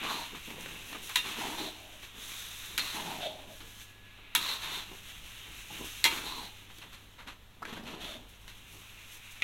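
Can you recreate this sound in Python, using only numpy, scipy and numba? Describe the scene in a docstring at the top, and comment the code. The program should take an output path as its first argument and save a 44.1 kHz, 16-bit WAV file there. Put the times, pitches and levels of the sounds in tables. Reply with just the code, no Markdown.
"""A low hum, a rumble and a wet sizzle are heard first, with dough squelching and a spoon scraping.
A metal spoon folds thick, hot dough in an aluminium wok on a stove in a small tiled kitchen.
Most strokes knock on the wall, ringing its modes; stick-slip clicks then scrape down under the dough.
Random clicks also make the sizzle and squelch, through resonances and coloured filters.
Filtered noise and sines make the stove's rumble and hum; a decaying noise echo makes the tiles."""
import sys
import numpy as np
from scipy import signal
from scipy.fft import rfft, irfft
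from scipy.io import wavfile
from scipy.ndimage import uniform_filter1d
from numba import njit

SR = 44100
rng = np.random.default_rng(int(sys.argv[2]) if len(sys.argv) > 2 else 0)


def int16_out(signal):
    """Quantize to a 16-bit WAV file."""
    q = np.round(np.clip(np.atleast_2d(signal).T, -1, 1) * 32767)
    wavfile.write(sys.argv[1], SR, q.astype(np.int16))


N = 415863
TIME = np.arange(N) / SR
PUSH_AGE = TIME[:int(.7 * SR)]  # seconds since the start of a push, fold or spurt
EASE_DB_PER_S = 11  # every push, fold and spurt eases as the dough takes the load
PUSH_ATTACK_S, PUSH_T60_S = 0.033, 0.37  # a push bites and lets go; easing shortens the release


def undb(db):
    """Level law: decibels to amplitude gain."""
    return 10 ** (np.asarray(db) / 20)


def unit(x):
    """Power normalisation: scale to rms 1."""
    return x / np.sqrt(np.mean(x ** 2))


def curve(rows, axis=1):
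    """Linear interpolation: one column of a table, joined by straight lines in time."""
    rows = np.asarray(rows)
    return np.interp(TIME, rows[:, 0], rows[:, axis])


def add(out, start, x):
    """Superposition: mix x into out from a start in seconds."""
    i = max(int(start * SR), 0)
    out[i:i + len(x)] += x[:max(len(out) - i, 0)]


def colour(x, points, tilt_db=0, size=2048):
    """Minimum-phase filtering from (Hz, dB) points; white noise keeps its power."""
    hz, db = np.transpose(points)
    f = np.maximum(np.arange(size // 2 + 1) * SR / size, 1)
    # the tilt, in dB per octave, turns about 3 kHz and stops changing below 700 Hz
    tilt = tilt_db * np.log2(np.maximum(f, 700) / 3000)
    shape = np.interp(np.log(f), np.log(hz), db) + tilt
    # folding the cepstrum onto positive times makes the response causal
    cepstrum = irfft(np.log(undb(shape)))
    cepstrum[1:size // 2] *= 2
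    cepstrum[size // 2 + 1:] = 0
    response = irfft(np.exp(rfft(cepstrum)))
    return signal.fftconvolve(x, response / np.linalg.norm(response))[:len(x)]


@njit
def resonate(x, hz, width):
    """Two-pole resonance: a band-pass whose centre may move every sample; gain 1 at the centre."""
    y, band, low = np.empty(len(x)), 0., 0.
    for i in range(len(x)):
        g, k = np.tan(np.pi * hz[i] / SR), width / hz[i]
        v = (band + g * (x[i] - low)) / (1 + g * (g + k))
        band, low, y[i] = 2 * v - band, low + 2 * g * v, k * v
    return y


def resonate_fixed(x, hz, width):
    """Two-pole resonance with a steady centre."""
    return resonate(x, np.full(len(x), float(hz)), float(width))


def sing(x, hz, db, width_hz):
    """Resonant emphasis: lift a steady or moving peak out of x; the power stays near 1."""
    peak, gain = unit(resonate(x, hz * np.ones(len(x)), float(width_hz))), undb(db)
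    overlap = np.mean(x * peak)
    return (x + gain * peak) / np.sqrt(1 + 2 * overlap * gain + gain ** 2)


def walk(rate):
    """Slow random modulation: a smoothed wander of spread 1, with rate new values a second."""
    k = int(SR / rate)
    steps = np.repeat(rng.standard_normal(N // k + 1), k)
    return unit(uniform_filter1d(steps, k)[:N])


def clicks(rate, spread_db):
    """Poisson-like impulses: random clicks, rate a second, a few larger than the rest; rms 1."""
    happens = rng.random(N) < rate / SR
    size = np.minimum(rng.exponential(size=N), 4)
    sign = np.sign(rng.standard_normal(N))
    return unit(happens * sign * undb(spread_db * size))


def fade(t, t60):
    """Exponential damping: 60 dB down after t60."""
    return np.exp(-np.log(1000) * t / t60)


def tail(t60):
    """Dense modal overlap: a decaying noise of unit energy."""
    x = rng.standard_normal(SR // 2) * fade(TIME[:SR // 2], t60)
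    return x / np.linalg.norm(x)


def swell(length, attack_s, release_t60):
    """Attack-release envelope: rise, ease off throughout, and release after length."""
    rise = np.minimum(PUSH_AGE / attack_s, 1)
    ease = undb(-EASE_DB_PER_S * PUSH_AGE)
    return rise * ease * fade(np.maximum(PUSH_AGE - length, 0), release_t60)


def piece(x, start):
    """Windowing: the stretch of x that an event starting then plays."""
    return np.take(x, int(start * SR) + np.arange(len(PUSH_AGE)), mode="wrap")


# The wok wall's modes. Each row: nominal frequency in Hz, mean relative level in dB, t60 in seconds.
WOK_MODES = [(915, -5, .13), (1000, -6, .11), (1270, -8, .16), (1735, -10, .18), (1870, -5, .13),
             (2055, -3, .15), (2260, -5, .24), (2470, -6, .22), (2565, -4, .2), (2765, 0, .25),
             (3255, 0, .19), (3635, -1, .19), (3725, -5, .18), (3855, -3, .17), (4095, -5, .15),
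             (4180, -4, .14), (4479, -12, .13), (5550, -15, .2), (5862, -12, .12), (6690, -12, .1),
             (7000, -15, .13), (11400, -10, .08)]


def wall_ring(scatter_db=2.0, split=0.0039):
    """Modal superposition, unit energy; a bowl not quite round splits each mode into a beating pair."""
    t = TIME[:SR // 2]
    x = np.zeros(len(t))
    for k, (hz, db, t60) in enumerate(np.repeat(WOK_MODES, 2, axis=0)):
        level, detune, phase = rng.standard_normal(3)
        mode_hz = hz * (1 + (-1) ** k * split + 0.0015 * detune)
        x += undb(db + scatter_db * level) * fade(t, t60) * np.sin(2 * np.pi * (mode_hz * t + phase))
    return x / np.linalg.norm(x)


# Spectrum of the room noise. Each row: frequency in Hz, relative density in dB per Hz.
ROOM_COLOUR = [(20, 6), (45, -15), (75, -9.5), (170, -13.5), (300, -22), (700, -21.5), (1500, -21),
               (3800, -20), (4800, -34.5), (6300, -32), (10000, -37.5), (11500, -31.5), (16000, -39)]
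# Steady hum. Each row: frequency in Hz, mean level in dB.
HUM = [(47, -70), (100, -63), (194, -77), (238, -82)]
# The low rumble swells and ebbs. Each row: time in seconds, level in dB before the rumble trim.
RUMBLE = [(0, -57), (4.3, -59.5), (4.8, -53.5), (6.2, -53), (6.45, -59.5), (8, -55.5), (8.8, -56),
          (9.1, -63)]


def stove(room_db=-56, rumble_hz=46, rumble_width_hz=13, rumble_trim_db=-4.0):
    """Broadband noise, narrow-band noise and sines: room air, a swelling rumble and a wavering hum."""
    air = unit(colour(rng.standard_normal(N), ROOM_COLOUR)) * undb(room_db + 0.38 * walk(4.3))
    rumble = unit(resonate_fixed(rng.standard_normal(N), rumble_hz, rumble_width_hz))
    hum = np.zeros(N)
    for hz, db in HUM:
        tone = np.sqrt(2) * np.sin(2 * np.pi * hz * TIME + .5 * walk(3.1))
        hum += undb(db + 1.2 * walk(3.7)) * tone
    return air + rumble * undb(curve(RUMBLE) + rumble_trim_db) + hum


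# Spectra of frying and of fine spray. Each row: frequency in Hz, relative density in dB per Hz.
SIZZLE_COLOUR = [(300, -19), (700, -12.5), (1100, -4.5), (1900, -3.5), (2500, -0.5), (3100, -2.5),
                 (3800, -1.5), (4700, -19.5), (7000, -46)]
SPRAY_COLOUR = [(2000, -27), (3700, 1), (4750, -10), (6200, -0.5), (7700, -6), (8600, -5.5), (9900, -9),
                (11500, -2.5), (13300, -11.5), (16000, -11)]
# Wet dough against hot metal. Each row: time in seconds, frying level in dB and fine spray level
# in dB (both before trims and flutter), mean pitch of the steam vent in Hz.
SIZZLE = [(0, -43, -55, 2780), (.3, -47.5, -52, 2780), (.98, -48, -53, 2810), (1.15, -48, -49, 2810),
          (1.9, -53.5, -56.5, 2700), (2.13, -53, -58.5, 3150), (2.24, -46, -47, 3500),
          (2.72, -46, -49, 3690), (3.45, -55, -59.5, 3230), (3.82, -52.5, -52.5, 3230),
          (3.94, -61, -66.5, 2780), (4.27, -54, -72, 2410), (4.95, -52, -56, 2960), (5.25, -50, -56, 3020),
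          (5.55, -49.5, -52.5, 2800), (5.75, -46.5, -49, 2990), (6.03, -47.5, -48.5, 3000),
          (6.55, -54.5, -58.5, 3270), (6.95, -56.5, -62, 3240), (7.45, -74, -74, 3100),
          (8.3, -62, -66.5, 2990), (8.8, -54, -57, 2700), (9.42, -53.5, -60.5, 2570)]
# Spurts of spray as fresh dough meets bare metal. Each row: start in seconds, length before release
# in seconds, level in dB before easing and flutter.
SPURTS = [(.59, .04, -52), (.85, .05, -51), (1.015, .06, -48), (2.36, .04, -51), (2.56, 0.054, -49.5),
          (3.547, 0.05, -58.5), (8.276, 0.023, -61), (8.404, 0.017, -62), (8.705, 0.091, -57),
          (9.107, 0.066, -54), (9.296, .03, -55)]
# A thin whistle of escaping steam. Each row: time in seconds, level in dB.
WHISTLE = [(3.3, -90), (3.5, -70), (3.9, -66), (4.28, -70), (4.4, -85)]


def sizzle(fry_trim_db=-1, spray_trim_db=-1, ring_db=-16, flutter_db=1.2, spit_db=1.0,
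           vent_db=-6, vent_width_hz=650, vent_waver=.05, whistle_hz=1688):
    """Impulsive bubble noise: tiny steam bubbles burst on hot metal; a vent resonates, steam whistles."""
    bursts = clicks(rate=7000, spread_db=0.5)
    wall = signal.fftconvolve(bursts, wall_ring())[:N]
    frying = unit(colour(bursts, SIZZLE_COLOUR) + undb(ring_db) * wall)
    vent_hz = curve(SIZZLE, axis=3) * 2 ** (vent_waver * walk(8))
    frying = sing(frying, vent_hz, vent_db, vent_width_hz)
    spray = colour(clicks(rate=12000, spread_db=3.0), SPRAY_COLOUR) * undb(spit_db * walk(14))
    hiss = frying * undb(curve(SIZZLE) + fry_trim_db)
    hiss += spray * undb(curve(SIZZLE, axis=2) + spray_trim_db)
    mist = colour(clicks(rate=6000, spread_db=3), SPRAY_COLOUR, tilt_db=1.5)
    for start, length, db in SPURTS:
        envelope = swell(length, attack_s=0.019, release_t60=0.13)
        add(hiss, start, undb(db) * piece(mist, start) * envelope)
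    whistle_phase = 2 * np.pi * np.cumsum(whistle_hz * (1 + 0.0056 * walk(90))) / SR
    whistle = unit(np.sin(whistle_phase) * undb(1.3 * walk(25)))
    return hiss * undb(flutter_db * walk(25)) + whistle * undb(curve(WHISTLE))


# Spectrum of tearing dough. Each row: frequency in Hz, relative density in dB per Hz.
DOUGH_COLOUR = [(80, -18.5), (160, -1), (250, -1), (350, 1.5), (450, -1.5), (600, -9.5), (1000, -2.5),
                (3000, -50)]
# Dough torn and folded apart from the pushes. Each row: start in seconds, length before release
# in seconds, level in dB before easing and the squelch trim.
FOLDS = [(0, 0.064, -43.5), (0.316, 0.051, -48), (.47, 0.23, -47.5), (.72, 0.14, -55), (0.884, 0.19, -53.5),
         (1.16, .04, -48), (2.125, 0.079, -57), (2.67, .08, -54.5), (2.77, 0.025, -49), (3.592, .025, -53),
         (4.345, 0.035, -43.5), (4.888, 0.049, -50), (5.46, .07, -58.5), (5.694, 0.066, -52),
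         (5.782, 0.061, -46), (6.037, 0.033, -42), (6.834, 0.027, -56), (7.254, 0.026, -53),
         (7.606, 0.032, -51), (8.143, 0.11, -62), (8.72, 0.032, -54.5)]
# Air pockets popping in the dough. Each row: start in seconds, peak in dB before the pop trim and decay,
# starting pitch in Hz, t60 in seconds, rise in octaves.
POPS = [(.037, -30.5, 2460, 0.038, 0.018), (.075, -30, 930, 0.039, 0.0092), (.107, -22, 970, .04, 0.038),
        (.333, -36, 447, 0.025, 0), (.579, -37.5, 481, 0.045, 0.11), (2.03, -45, 80.2, 0.12, 0),
        (5.703, -37.5, 840, 0.044, 0), (5.80, -48.5, 565, 0.073, 0.21), (6.7821, -43, 323, 0.05, 0.035),
        (7.619, -30, 878, 0.034, 0.38), (7.6254, -27.5, 1238, 0.0418, 0.22),
        (7.649, -35, 1450, 0.069, 0.43), (7.725, -32, 225.7, 0.052, 0.018), (7.764, -39, 1464, 0.1, 0.44),
        (7.769, -37, 196, .06, 0.054), (7.792, -38, 217, 0.11, 0), (7.832, -38, 215.5, 0.21, 0.49)]


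def dough(squelch_trim_db=-3, pop_trim_db=-2, cavity_hz=220, cavity_db=-6, lumpy_db=1.5, sticky_db=-65.5):
    """Granular tearing and cavity resonance: folds tear around a changing hollow; trapped air pops."""
    tears = unit(colour(clicks(rate=700, spread_db=1.5), DOUGH_COLOUR))
    hollow = unit(resonate(tears, cavity_hz * 2 ** (0.28 * walk(9)), 55.0))
    strain = np.full(N, undb(sticky_db))  # constant faint tacking, before the squelch trim
    for start, length, _, _, _, db, *_ in PUSHES:
        add(strain, start, undb(db) * swell(length, PUSH_ATTACK_S, PUSH_T60_S))
    for start, length, db in FOLDS:
        add(strain, start, undb(db) * swell(length, attack_s=0.019, release_t60=0.19))
    lumps = undb(squelch_trim_db + lumpy_db * walk(22))
    out = unit(tears + undb(cavity_db) * hollow) * strain * lumps
    t = TIME[:SR // 4]
    for start, db, hz, t60, rise in POPS:
        # the pitch rises over the first half of t60
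        pitch = hz * 2 ** (rise * np.minimum(2 * t / t60, 1))
        phase = 2 * np.pi * np.cumsum(pitch) / SR
        wet = 1 + 0.92 * unit(uniform_filter1d(rng.standard_normal(len(t)), size=40))
        envelope = fade(t, t60) * np.minimum(t / 0.0043, 1)
        add(out, start, undb(db + pop_trim_db) * envelope * wet * np.sin(phase))
    return out


# Spectrum of the scraping edge. Each row: frequency in Hz, relative density in dB per Hz.
SCRAPE_COLOUR = [(150, -13.5), (600, -9), (1100, 0.5), (1700, -1), (2800, 0), (4100, -2.5), (4850, -16),
                 (6200, -11.5), (9800, -22.5), (11400, -13.5), (16000, -33)]
# The wok's deep modes, stirred when the boom sweeps across them. Each row: frequency in Hz,
# width in Hz, gain in dB relative to the boom.
DEEP_MODES = [(621, 18, 8.5), (864, 6.9, -16)]
# Pushes of the spoon along the wall, a few to a stroke. Each row: start in seconds, length before release
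# in seconds, rasp level in dB, wall boom, fine grit and shoved dough levels in dB before their trims
# (all before easing), nominal boom pitch at the start in Hz, blade pitch in Hz, blade in dB above the rasp.
PUSHES = [(.015, 0.058, -38, -39, -58, -51.5, 1200, 2870, -27),
          (0.077, 0.13, -41, -38, -43.5, -48, 1110, 4000, -4),
          (1.232, 0.093, -39, -60, -45, -49, 1210, 3170, -14),
          (1.357, 0.2, -39, -37.5, -43.5, -43, 1000, 2840, -29),
          (1.565, 0.096, -40, -41.5, -45, -43.5, 850, 3880, 1),
          (1.724, .22, -65, -52.5, -64, -66, 820, 2780, -3),
          (2.794, 0.11, -39.5, -69, -40, -61, 1030, 4040, -5),
          (2.921, 0.27, -41.5, -37, -44.5, -44.5, 957, 3030, -17),
          (3.199, 0.072, -41.5, -34.5, -54, -51.5, 775, 3494, 6),
          (3.292, 0.23, -66.5, -48.5, -67, -61, 730, 3360, -2),
          (4.389, 0.15, -34.5, -46.5, -39, -58, 1170, 4070, -0.5),
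          (4.595, .1, -41.5, -51, -46, -55.5, 1060, 3800, -10),
          (4.7, .085, -39.5, -49, -44, -54, 1000, 3720, -1),
          (6.085, 0.098, -37.5, -53, -41, -43.5, 1010, 3420, -17),
          (6.227, 0.21, -42, -43, -47, -50, 1064, 4040, 1),
          (7.644, 0.13, -47, -57, -72, -50, 1300, 3300, -14),
          (7.848, 0.097, -45.5, -47.5, -69, -45, 770, 2880, -11),
          (7.991, 0.13, -44, -45.5, -50, -51, 695, 3450, -3.5)]
# Brief grazes of the spoon. Each row: start in seconds, level in dB before the touch envelope,
# length scale in seconds, treble tilt in dB per octave.
GRAZES = [(.345, -43.5, 0.034, -1), (0.502, -52, 0.02, 4), (0.681, -47.5, 0.028, -2),
          (0.943, -45, 0.025, -6), (1.089, -41, 0.04, -1), (2.016, -46.5, 0.063, 2.5),
          (3.599, -49, 0.033, 0.5), (4.184, -56, 0.0207, -12), (6.698, -51, 0.025, -0.5),
          (6.811, -48.5, 0.049, -0.5), (6.92, -49, 0.06, 1), (7.179, -48, 0.063, -2.5),
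          (7.265, -44.5, 0.057, -1), (8.47, -48.5, 0.0485, 2.5)]


def scrapes(boom_trim_db=-6.0, grit_trim_db=-5, ring_db=-13, boom_width_hz=230, blade_width_hz=600,
            judder_db=1.25, boom_attack_s=0.071, sink_octaves_per_s=1.0):
    """Stick-slip friction: slips down the wall ring the blade, the wall and its sinking boom."""
    slips = clicks(rate=3200, spread_db=1.0) * undb(judder_db * walk(70))
    wall = signal.fftconvolve(slips, wall_ring())[:N]
    rasp = unit(colour(slips, SCRAPE_COLOUR) + undb(ring_db) * wall)
    grit = colour(clicks(rate=9000, spread_db=2.0), SPRAY_COLOUR)
    waver = 1 + 0.06 * walk(25)
    out = np.zeros(N)
    for start, length, rasp_db, boom_db, grit_db, _, start_hz, blade_hz, blade_db in PUSHES:
        # the boom sinks as the spoon travels down
        sink = 2 ** (-sink_octaves_per_s * np.minimum(PUSH_AGE, length))
        boom_hz = start_hz * sink * piece(waver, start)
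        boom = resonate(piece(slips, start), boom_hz, float(boom_width_hz))
        boom = resonate(boom, boom_hz, 2. * boom_width_hz)
        deep = sum(undb(db) * resonate_fixed(boom, hz, width) for hz, width, db in DEEP_MODES)
        boom = unit(boom + deep) * undb(boom_db + boom_trim_db)
        edge = sing(piece(rasp, start), blade_hz, blade_db, blade_width_hz) * undb(rasp_db)
        edge += piece(grit, start) * undb(grit_db + grit_trim_db)
        add(out, start, edge * swell(length, PUSH_ATTACK_S, PUSH_T60_S))
        add(out, start, boom * swell(length, boom_attack_s, PUSH_T60_S))
    for start, db, length, tilt_db in GRAZES:
        age = TIME[:SR // 4] / length
        touch = np.minimum(5 * age, 1) * np.exp(-age ** 2)
        stretch = slips[int(start * SR):][:len(age)]
        add(out, start, undb(db) * colour(touch * stretch, SCRAPE_COLOUR, tilt_db))
    return out


# Spectrum of metal on metal. 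Each row: frequency in Hz, relative density in dB per Hz.
KNOCK_COLOUR = [(80, -17.5), (230, -17.5), (600, -18.5), (1000, -17), (1600, -3.5), (2600, 1), (4100, 1),
                (4800, -8), (6200, -3.5), (9800, -10.5), (11400, -2.5), (13000, -14), (16000, -14)]


def blow(tilt_db, crack_t60=0.014, dense_t60=0.13, dense_db=-1.0, modes_db=-2):
    """Impact excitation: a hard crack, a crowd of quickly damped modes, and the wall's clearer ones."""
    noise = tail(crack_t60) + undb(dense_db) * tail(dense_t60)
    return colour(noise, KNOCK_COLOUR, tilt_db) + undb(modes_db) * wall_ring()


# Small taps of the spoon's edge, duller where dough cushions them. Each row: start in seconds,
# level in dB before the tap trim, treble tilt in dB per octave.
TAPS = [(.051, -26, -14), (0.5044, -27, -8), (0.6606, -27, -9), (0.93, -24.5, -9), (1.094, -27, 7),
        (2.319, -32, -7), (4.632, -29, -3), (6.7853, -36, 1), (7.653, -25.5, -8), (8.48, -34, -4),
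        (9.402, -40, -4)]
# Spoon blows and rebounds. Each row: start in seconds, level in dB before the knock trim, treble tilt
# in dB per octave, low wall ring in Hz, its gain in dB, high wall ring in Hz, its gain in dB.
KNOCKS = [(1.1576, -6.5, -0.5, 1090, 7, 2680, -2), (1.159, -14.5, 0, 1730, 16.5, 3570, 14),
          (1.172, -26, 5, 1000, 7, 2500, -1), (2.7784, -9.5, 0.5, 1020, 1, 4060, -9),
          (2.7843, -16, -4, 1405, 6, 4020, 0), (2.794, -15, -5, 950, -26.5, 4200, 14),
          (4.3506, -3.5, 1.5, 1330, 12, 2450, -14), (4.359, -13.5, 1, 1400, -2, 3430, 14.5),
          (6.0414, -2, 2, 2100, 10, 4060, 7), (6.053, -7.5, -3.5, 870, 11.5, 3294, 7.5),
          (6.060, -10, -3, 900, 13, 2150, 1), (9.4212, -15.5, -6, 2140, 11, 2450, 10)]


def knocks(knock_trim_db=5, width_hz=240, tap_trim_db=8):
    """Position-dependent modal excitation: where the spoon hits favours a low and a high group."""
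    out = np.zeros(N)
    for start, db, tilt_db in TAPS:
        tap = tail(0.0041) + 0.58 * tail(0.055)
        add(out, start, undb(db + tap_trim_db) * colour(tap, KNOCK_COLOUR, tilt_db))
    for start, db, tilt_db, low_hz, low_db, high_hz, high_db in KNOCKS:
        x = blow(tilt_db)
        low = undb(low_db) * resonate_fixed(x, low_hz, width_hz)
        high = undb(high_db) * resonate_fixed(x, high_hz, width_hz)
        add(out, start, undb(db + knock_trim_db) * (x + low + high))
    return out


def scene(room_t60=0.22, echo_db=-11):
    """Reverberation: everything in the wok echoes briefly off the tiles, over the stove."""
    background = stove()
    wok = sizzle() + dough() + scrapes() + knocks()
    echo = np.zeros(N)
    add(echo, .005, signal.fftconvolve(wok, tail(room_t60))[:N])
    return (wok + undb(echo_db) * echo + background)[None]


def record(dry, top_hz=15800):
    """Saturation and band-limiting: round the hardest peaks and cut the top."""
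    ceiling = undb(-5.5)
    rounded = ceiling * np.tanh(dry / ceiling)
    return signal.sosfilt(signal.ellip(8, .2, 70, top_hz, fs=SR, output="sos"), rounded)


dry = scene()
out = record(dry)
int16_out(out)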